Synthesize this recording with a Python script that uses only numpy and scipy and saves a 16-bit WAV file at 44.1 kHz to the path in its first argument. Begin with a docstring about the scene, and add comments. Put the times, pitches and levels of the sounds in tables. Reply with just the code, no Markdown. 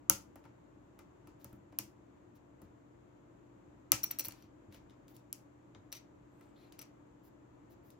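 """Keycaps pried off a laptop

A thin steel tool pries keycaps off in a small room: noise ticks ring the keys, plastic clips snap, the deck knocks.
One freed cap bounces over the palm rest, is dropped on the desk and slid aside with a squeak.
Hand pushes and knocks rock the case (low damped modes), strokes brush it (coloured noise); a fan and mains hum run.
Two close microphone ports hear each impact directly and through a tail of fading noise from the room."""
import sys
import numpy as np
from scipy import signal
from scipy.fft import rfft, irfft, next_fast_len
from scipy.io import wavfile
from scipy.ndimage import uniform_filter1d, map_coordinates

SR = 44100
rng = np.random.default_rng(int(sys.argv[2]) if len(sys.argv) > 2 else 0)


def master_out(mix):
    """Clip the mix to full scale and print it as 16-bit PCM to the path in sys.argv[1]."""
    frames = np.transpose(np.atleast_2d(mix))
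    ceiling = np.clip(frames, -1, 1)
    pcm = np.round(ceiling * 32767).astype(np.int16)
    wavfile.write(sys.argv[1], SR, pcm)


N = 352359  # length in samples
HIT = np.arange(SR // 3) / SR  # clock of one short sound, s

# Event levels are relative: each function adds its own gain.
# Clips letting go: start_s, level_db, brightness_db_per_octave, knock_db, favoured_deck_pitch_hz,
# key_ring_db, favoured_key_pitch_hz, clip_ring_db, favoured_clip_pitch_hz
CLIP_SNAPS = [(0.0975, -7, 2.5, -28, 1330, -8, 6410, -7, 9800),
              (1.4444, -40.5, -0.5, -48, 398, -10.5, 6200, 0, 13500),
              (1.7876, -22, 0.5, -43, 2430, -9, 5530, 3, 13400),
              (3.9189, -9.5, -0.5, -28.5, 2430, -6, 5840, -1, 13320),
              (5.328, -29, 2.5, -60, 2400, -7, 7720, 0, 11700)]
# The tool tip ticking on keys: start_s, level_db, brightness_db_per_octave, knock_db,
# favoured_deck_pitch_hz, key_ring_db
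TOOL_TICKS = [(0.3565, -48, 1.5, -45, 675, -27), (0.44, -58, -9, -57, 700, -23),
              (0.4521, -59, -7, -49, 770, -20), (0.9898, -47.5, -2.5, -53.5, 2050, -19),
              (1.272, -51, -2.5, -50, 720, -22), (1.5285, -52.5, 6, -55, 300, -17),
              (1.724, -61, -7.5, -50, 396, -17), (2.6169, -52, 0.5, -53.5, 700, -17),
              (4.724, -51, -7, -73, 500, -12), (4.745, -48.5, -5, -55.5, 500, -9),
              (4.897, -59.5, -9, -67, 700, -1), (4.9068, -64.5, -8, -76, 696, 4),
              (5.081, -53.5, -5.5, -67, 1800, -5), (5.165, -47, 0, -81, 700, -13),
              (5.7487, -50.5, -15.5, -55, 500, 0.5), (6.4097, -57, -3, -56.5, 2040, -22),
              (6.7229, -48, -4, -72, 696, -4.5), (7.9032, -49.5, -0.5, -74, 701, -10)]
# Corners of the loose cap landing, on the laptop and later on the desk: start_s, level_db,
# brightness_db_per_octave, shell_ring_db, favoured_shell_pitch_hz
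CAP_LANDINGS = [(4.0328, -27, 0, 6.5, 5760), (4.0386, -21, 2, 8, 12830), (4.0422, -23, 2.5, 9, 15470),
                (4.1082, -31.5, -7.5, -10, 5835), (4.1119, -28.5, -1.5, 12, 14080),
                (4.187, -26, 0.5, 8, 15470), (4.1944, -22.5, -1, 5.5, 12470), (4.197, -21, 1, 3.5, 15470),
                (4.207, -28, -1, 5, 15470), (4.2415, -37, 3, 1, 14080), (4.2483, -31, -5, 3, 15470),
                (4.2538, -29, -1.5, 5, 11400), (4.259, -41, -2.5, 13, 14080), (4.269, -43, 0, 10, 14080),
                (4.2839, -24, 4, -6, 15470), (4.2957, -52, 1, 1, 4450), (4.3083, -41.5, -7.5, -1, 4450),
                (4.3216, -37.5, -4, -9, 5835), (4.424, -54.5, -7, 5, 12600),
                (5.9194, -47.5, -5.5, 11.5, 6000), (5.926, -26, -2.5, -6, 3870),
                (5.9289, -50.5, -7.5, 20, 12800), (5.951, -45, -8, 3.5, 5835), (5.968, -44.5, -1, 2, 5835),
                (6.786, -54, -8, 0, 4450), (6.7908, -35, -4, 0.5, 11700), (6.794, -42, -4, 3, 5500),
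                (6.814, -39, -6, -6, 5200), (6.8175, -36.5, -1, -2, 11700), (6.825, -42.5, -3, 2, 4900)]
# Colour of a sharp contact, as in a clip's crack: pitch_hz, level_db
CRACK_COLOUR = [(200, -38), (1000, -26), (1800, -19), (2800, -13), (3850, -16.5), (4900, -10.5),
                (6400, -10.5), (7600, -8.5), (9000, -3), (10000, 2), (11800, -4), (13000, -3.5),
                (15500, -5.5), (17000, -19.5)]
# Ringing of a key still in its seat: pitch_hz, level_db, fade_by_60_db_s
KEY_MODES = [(3080, -10, .008), (3700, -13, 0.0058), (4647, -11, .007), (5090, -1.5, 0.0061),
             (5940, -1.5, 0.0054), (6400, -1, 0.0066), (7050, -4.5, 0.0054), (7740, -4.5, .005)]


def amp(db):
    """Decibels to gain."""
    return 10 ** (np.asarray(db) / 20)


def unit(x):
    """Scale to an rms of 1."""
    return x / np.sqrt(np.mean(x ** 2) + 1e-20)


def unit_energy(x):
    """Scale to a summed square of 1."""
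    return x / np.sqrt(np.sum(x ** 2) + 1e-20)


def along(points, hz):
    """Read a curve of (pitch_hz, value) points on a log pitch axis."""
    point_hz, value = np.transpose(points)
    return np.interp(np.log(hz + 1), np.log(point_hz), value)


def filtered(x, response):
    """Multiply the spectrum of x by a response that depends on frequency."""
    length = x.shape[-1]
    padded = next_fast_len(length + 2048)
    spectrum = rfft(x, padded) * response(np.fft.rfftfreq(padded, 1 / SR))
    return irfft(spectrum, padded)[..., :length]


def coloured(x, spectrum, tilt=0, size=2048):
    """Colour x without any sound ahead of its cause; tilt is in dB per octave, flat below 1 kHz."""
    hz = np.fft.rfftfreq(size, 1 / SR)
    level_db = along(spectrum, hz) + tilt * np.log2(np.maximum(hz, 1000) / 8000)
    # folding the cepstrum forward makes the filter minimum phase
    cepstrum = irfft(np.log(amp(level_db)))
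    cepstrum[1:size // 2] *= 2
    cepstrum[size // 2 + 1:] = 0
    impulse = irfft(np.exp(rfft(cepstrum)))
    return signal.fftconvolve(x, impulse)[:len(x)]


def wobble(rate):
    """A smooth random curve through rate random points a second."""
    knots = rng.standard_normal(int(N * rate / SR) + 4)
    return map_coordinates(knots, [np.arange(N) * rate / SR])


def add(track, s, sound):
    """Mix a stereo sound into the track at s seconds."""
    start = max(round(s * SR), 0)
    track[:, start:start + sound.shape[1]] += sound[:, :max(N - start, 0)]


def ring(modes, scatter_db, attack, tilt=0, strike_hz=1, width_hz=1, favour_db=0):
    """Fading tones of unit total energy; the point of impact favours those near strike_hz."""
    hz, db, t60 = np.transpose(modes)[:, :, None]
    strength_db = db + tilt * np.log2(hz) + scatter_db * rng.standard_normal(hz.shape)
    strength_db = strength_db + favour_db * np.exp(-((hz - strike_hz) / width_hz) ** 2)
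    phase = 2 * np.pi * (hz * HIT + rng.random(hz.shape))
    fading = amp(strength_db - 60 * HIT / t60)
    swelling = 1 - np.exp(-HIT / attack)
    return unit_energy((fading * np.sin(phase) * swelling).sum(0))


def contact(spectrum, tilt, t60, attack, click_db):
    """A sharp release plus brief noise, evened in spectrum and then coloured; of unit energy."""
    envelope = amp(-60 * HIT / t60) * (1 - np.exp(-(HIT / attack) ** 2))
    push = unit_energy(rng.standard_normal(len(HIT)) * envelope)
    push[int(2 * attack * SR)] += amp(click_db)  # a click of one sample
    z = rfft(push)
    smooth_power = np.abs(uniform_filter1d(np.abs(z) ** 2, size=200))
    even = irfft(z / np.sqrt(smooth_power + 1e-12), len(HIT))
    even = even * (HIT < HIT[-1] / 2)  # drop what wraps round to the end
    return unit_energy(coloured(even, spectrum, tilt))


def all_round(spectrum, tilt):
    """A contact as the walls receive it: summed over all directions, its spectrum is smooth."""
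    return unit_energy(coloured(signal.unit_impulse(len(HIT)), spectrum, tilt))


def bending(x):
    """Bending waves cross the deck more slowly the lower they are, so a knock falls in pitch."""
    lag_cycles = 1.0  # delay in s is lag_cycles / (hz + 100)
    return filtered(x, lambda hz: np.exp(-2j * np.pi * lag_cycles * np.log1p(hz / 100)))


def diffuse(pair, spectrum):
    """Turn two unrelated signals into sound from all around, most alike at the ports in the bass."""
    # left-right likeness: pitch_hz, correlation (1 alike, 0 unrelated, below 0 opposed)
    likeness = [(70, 0.73), (140, 1), (300, 0.31), (550, -0.24), (1200, -0.07), (4000, 0)]
    # balance of the ports: pitch_hz, left_minus_right_db
    balance = [(100, 0.43), (300, 2.5), (5000, 3.2), (12000, 0.93)]

    def mid_side(hz):
        angle = np.arccos(np.clip(along(likeness, hz), -1, 1)) / 2
        return amp(along(spectrum, hz)) * [np.cos(angle), np.sin(angle)]

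    mid, side = filtered(pair, mid_side)
    ports = np.array([mid + side, mid - side])
    return filtered(ports, lambda hz: amp(np.outer([.5, -.5], along(balance, hz))))


def direct(x, shade):
    """The straight path to the two ports; the hand shades the right one."""
    # level difference, multiplied by shade: pitch_hz, left_minus_right_db
    shadow = [(150, 2.5), (1000, 1.1), (2000, 8), (3500, 5.2), (6000, 5.5), (8000, 5), (9500, 1.8),
              (12000, 1)]
    # phase difference: pitch_hz, left_lead_radians
    lead = [(1000, 0), (5000, -.3), (8000, -2.7), (9500, -3.4), (16000, -5.7)]

    def port(hz, side):
        return amp(side * shade * along(shadow, hz)) * np.exp(1j * side * along(lead, hz))

    return filtered(x, lambda hz: np.array([port(hz, .5), port(hz, -.5)]))


def room(x):
    """Echoes from desk and walls: a fresh noise tail that fades at its own pace in each band."""
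    # fading time: pitch_hz, fade_by_60_db_s
    fade = [(150, 0.5), (1000, 0.28), (5000, 0.23), (15000, 0.2)]
    # colour of the tail: pitch_hz, level_db
    tail_colour = [(150, -3), (1200, -0.5), (2400, 1), (3600, -3.5), (5200, -2), (6500, -1), (7700, -6.5),
                   (9000, -18.5), (15000, -14.5)]
    hz, t, z = signal.stft(rng.standard_normal((2, len(HIT))), SR, nperseg=256)
    z = z * amp(-60 * t / along(fade, hz)[:, None])
    tail = signal.istft(z, SR, nperseg=256)[1][:, :len(HIT)]
    tail = np.sqrt(2) * unit_energy(tail * (1 - np.exp(-HIT / 0.00094)))
    echoes = signal.fftconvolve(x[None], tail, axes=1)[:, :len(x)]
    return diffuse(echoes, tail_colour)


def fan():
    """Steady air noise from all around, with slightly unsteady mains and motor tones."""
    # colour of the air noise: pitch_hz, level_db_per_hz (relative)
    air_colour = [(20, -35), (30, -15.5), (42, 0), (120, 1), (240, 0), (315, 6.5), (420, -3.5), (620, -4),
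                  (770, -10), (910, -7), (1400, -15), (2200, -22), (5300, -37.5), (7200, -27.5),
                  (9300, -48.5), (12500, -41.5), (16000, -55)]
    # tones: pitch_hz, level_db, drift_radians
    hum_tones = [(121.9, -70.5, 0.29), (293.7, -68.5, 0.38), (348, -75.5, 1)]
    air_level = amp(-61.0 + 0.47 * wobble(5.0))
    air = air_level * unit(diffuse(rng.standard_normal((2, N)), air_colour))
    t = np.arange(N) / SR
    tones = np.zeros(N)
    for hz, db, drift in hum_tones:
        level = np.sqrt(2) * amp(db + 2 * drift * wobble(1.9))  # sqrt(2) turns rms into peak
        tones += level * np.sin(2 * np.pi * hz * t + drift * wobble(8))
    return air + direct(tones, shade=0.93)


def rubs():
    """Strokes of fingers, tool tip and skidding cap: tiny slips of uneven size under a smooth swell."""
    # strokes: middle_s, length_s, level_db, brightness_db_per_octave
    strokes = [(1.002, 0.088, -70, -15.5), (1.416, 0.055, -73, 0), (1.488, 0.12, -80, 2),
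               (2.363, 0.037, -74, 0), (4.39, 0.18, -73, -4), (4.75, 0.086, -68.5, -2.5),
               (5.106, 0.068, -71, 7), (5.154, 0.036, -68, 1.5), (5.96, 0.057, -59, -1),
               (6.438, 0.28, -75, -12.5), (6.624, 0.18, -73.5, -6), (7.262, 0.072, -71.5, 4.5),
               (7.72, 0.052, -71.5, 2), (7.877, 0.097, -74.5, 5)]
    # colour of skin and plastic sliding: pitch_hz, level_db
    rub_colour = [(300, -0.5), (1500, -3.5), (4000, 5.5), (8000, -1.5), (11000, 6), (15000, 6), (17000, -8)]
    # the tip also scrapes over the key around each contact; lag is to the middle of the scrape
    scrape_db, scrape_s, scrape_lag_s = -82, .06, 0.022
    scrapes = [(s + scrape_lag_s, scrape_s, scrape_db, tilt) for s, _, tilt, *_ in CLIP_SNAPS + TOOL_TICKS]
    track = np.zeros((2, N))
    for middle, length, db, tilt in strokes + scrapes:
        slips = rng.standard_normal(len(HIT)) * amp(5.2 * rng.standard_normal(len(HIT)))
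        swell = np.sin(np.pi * np.minimum(HIT / length, 1))
        stroke = swell * unit(coloured(slips, rub_colour, tilt))
        add(track, middle - length / 2, amp(db) * (direct(stroke, shade=1.0) + amp(1.0) * room(stroke)))
    return track


def snaps():
    """A clip lets go with a crack of a few milliseconds; clip and key ring briefly, also into the room."""
    # the tiny plastic clips under a key: pitch_hz, level_db, fade_by_60_db_s
    clip_modes = [(9700, 0, .004), (11600, -3, .004), (13000, -2, .005), (13600, -3, .005),
                  (14950, -2, .004)]
    ring_send_db = -8.5  # how much of the ringing reaches the walls
    track = np.zeros((2, N))
    for s, db, tilt, _, _, key_db, key_hz, clip_db, clip_hz in CLIP_SNAPS:
        crack = contact(CRACK_COLOUR, tilt, t60=0.0043, attack=0.0004, click_db=-1.0)
        key = amp(key_db) * ring(KEY_MODES, scatter_db=0.5, attack=0.0004,
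                                 strike_hz=key_hz, width_hz=450, favour_db=11.5)
        clip = amp(clip_db) * ring(clip_modes, scatter_db=1.0, attack=0.00035,
                                   strike_hz=clip_hz, width_hz=900, favour_db=7)
        near = direct(crack + clip, shade=1.0) + direct(key, shade=2.1)
        crack_tail = room(amp(3.0) * all_round(CRACK_COLOUR, tilt))
        ring_tail = amp(ring_send_db) * room(key + amp(5) * clip)
        add(track, s, amp(db + 12.0) * (near + crack_tail + ring_tail))
    return track


def knocks():
    """Snaps, ticks and landings knock the deck: a dull thud and hollow modes, the low ones swelling last."""
    # the laptop's deck: pitch_hz, level_db, fade_by_60_db_s
    deck_modes = [(300, 6.5, 0.061), (450, -7, .06), (551.8, -0.5, .09), (660, -2.5, 0.04), (780, 0, 0.04),
                  (904, -2.5, 0.13), (1008, -1.5, 0.089), (1194, -4, 0.09), (1230, -1.5, 0.058),
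                  (1314, 3, .09), (1420, 0, 0.069), (1560, -2.5, .04), (2040, -6.5, 0.077), (2360, -7, .1),
                  (2620, -9, .09), (2790, -11, 0.065)]
    # colour of the dull thud: pitch_hz, level_db
    thud_colour = [(80, -16), (300, 1), (500, -5), (780, 2.5), (1300, -1.5), (1750, -1.5), (2600, -6.5),
                   (4000, -21), (12000, -43)]
    cap_knock_db, cap_knock_hz = -24, 2400  # the light cap: level against its landing, favoured pitch
    knock_tilt = -2.5  # dB per octave
    swell_cycles = 0.9  # cycles that each mode takes to swell
    swell = swell_cycles / np.array(deck_modes)[:, :1]
    blows = [(s, db, hz) for s, _, _, db, hz, *_ in CLIP_SNAPS + TOOL_TICKS]
    blows += [(s, db + cap_knock_db, cap_knock_hz) for s, db, *_ in CAP_LANDINGS]
    track = np.zeros((2, N))
    for s, db, hz in blows:
        thud = bending(contact(thud_colour, knock_tilt, t60=0.076, attack=0.0017, click_db=-14.5))
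        hollow = ring(deck_modes, scatter_db=2.0, attack=swell, tilt=knock_tilt,
                      strike_hz=hz, width_hz=570, favour_db=12.0)
        deck = bending(amp(8.5) * hollow)
        tail = room(amp(-4.0) * thud + amp(-7) * deck)
        add(track, s, amp(db + 9.5) * (direct(thud + deck, shade=0.614) + tail))
    return track


def bumps():
    """Hand pushes and low thumps after some knocks, and the recoil of each snap or tick, rock the case."""
    # low bumps of the case: start_s, level_db
    case_bumps = [(0.494, -53), (1.456, -51), (1.528, -43), (1.736, -54), (1.798, -49), (1.831, -50),
                  (2.625, -46.5), (4.27, -43.5), (4.438, -50), (4.681, -43), (5.759, -47.5)]
    # the whole case rocking on the desk: pitch_hz, level_db, fade_by_60_db_s
    case_modes = [(69.4, -14.5, .14), (95, -5.5, 0.11), (120, 1, 0.073), (203, -5, 0.11), (318, -2, 0.078)]
    # a knock of soft_db rocks the case at rock_db; rock_grows is dB gained per dB of knock
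    soft_db, rock_db, rock_grows, rock_lag_s = -50, -55.5, 0.97, 0.007
    recoils = [(s + rock_lag_s, rock_db + rock_grows * (db - soft_db))
               for s, _, _, db, *_ in CLIP_SNAPS + TOOL_TICKS]
    track = np.zeros((2, N))
    for s, db in case_bumps + recoils:
        rock = ring(case_modes, scatter_db=2, attack=0.0079)
        add(track, s, amp(db + 20.0) * (direct(rock, shade=0.7153) + amp(-6.5) * room(rock)))
    return track


def ticks():
    """The tool tip grazes a key: a softer, slightly longer contact that rings the key's low modes."""
    track = np.zeros((2, N))
    for s, db, tilt, _, _, key_db in TOOL_TICKS:
        tick = contact(CRACK_COLOUR, tilt, t60=0.013, attack=.0008, click_db=-38)
        key = amp(key_db) * ring(KEY_MODES, scatter_db=4.5, attack=0.00023,
                                 strike_hz=3700, width_hz=830, favour_db=22.5)
        tail = room(amp(4.5) * all_round(CRACK_COLOUR, tilt) + amp(-1.5) * key)
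        add(track, s, amp(db + 11.5) * (direct(tick + key, shade=1.0) + tail))
    return track


def bounces():
    """The light cap lands on corner after corner; each contact rings its shell differently."""
    # the free cap's shell: pitch_hz, level_db, fade_by_60_db_s
    shell_modes = [(2370, -44, 0.023), (2764, -20.5, 0.045), (3970, -12.5, 0.023), (4413, -10, 0.04),
                   (4880, -19, 0.014), (5740, -4, 0.021), (5850, -9, 0.077), (6200, -19, 0.021),
                   (8020, -6, 0.033), (11200, 4, 0.013), (11930, 5, 0.0087), (13050, 6, 0.015),
                   (14080, 5.5, 0.014), (15480, -2, 0.02)]
    track = np.zeros((2, N))
    for s, db, tilt, shell_db, shell_hz in CAP_LANDINGS:
        tap = contact(CRACK_COLOUR, tilt, t60=.008, attack=.0004, click_db=-6)
        shell = amp(shell_db) * ring(shell_modes, scatter_db=2.0, attack=0.00014, tilt=tilt,
                                     strike_hz=shell_hz, width_hz=260, favour_db=13.5)
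        tail = room(amp(1.6) * all_round(CRACK_COLOUR, tilt) + amp(-5) * shell)
        add(track, s, amp(db + 7.5) * (direct(tap + shell, shade=1.0) + tail))
    return track


def squeaks():
    """A finger slides the cap over the desk: uneven stick and slip keeps its narrow resonances alive."""
    # squeaks: start_s, length_s, level_db, highest_pitch_hz, pitch_sag_at_both_ends_share, width_hz
    slides = [(6.27, 0.31, -83, 8200, .19, 650), (6.29, 0.27, -90, 14100, .17, 550),
              (6.33, 0.2, -91, 11000, .1, 600), (6.558, 0.024, -73, 3700, 0, 1500),
              (6.565, 0.13, -77, 4150, .07, 450), (6.56, 0.14, -81, 9700, .02, 450),
              (6.56, 0.14, -85, 11800, .03, 550)]
    grip_db = 3.5  # the grip comes and goes
    track = np.zeros((2, N))
    for s, length, db, hz, sag, width in slides:
        progress = np.minimum(HIT / length, 1)
        pitch = hz * (1 - sag * (2 * progress - 1) ** 2)
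        phase = 2 * np.pi * np.cumsum(pitch) / SR
        # two random curves spread the tone into a narrow band
        tone = wobble(width)[:len(HIT)] * np.cos(phase) + wobble(width)[:len(HIT)] * np.sin(phase)
        grain = unit(amp(grip_db * wobble(154)))[:len(HIT)]
        swell = np.sin(np.pi * progress)
        add(track, s, direct(amp(db) * swell * grain * tone, shade=0.96))
    return track


def scene():
    """All sources at the two ports."""
    return fan() + rubs() + snaps() + knocks() + bumps() + ticks() + bounces() + squeaks()


def record(dry):
    """The recorder drops the deepest rumble and cuts steeply above its band limit."""
    top_hz = 16400
    bass_cut = signal.butter(4, 34, "highpass", fs=SR, output="sos")
    return filtered(signal.sosfilt(bass_cut, dry), lambda hz: 1 / np.sqrt(1 + (hz / top_hz) ** 120))


dry = scene()
out = record(dry)
master_out(out)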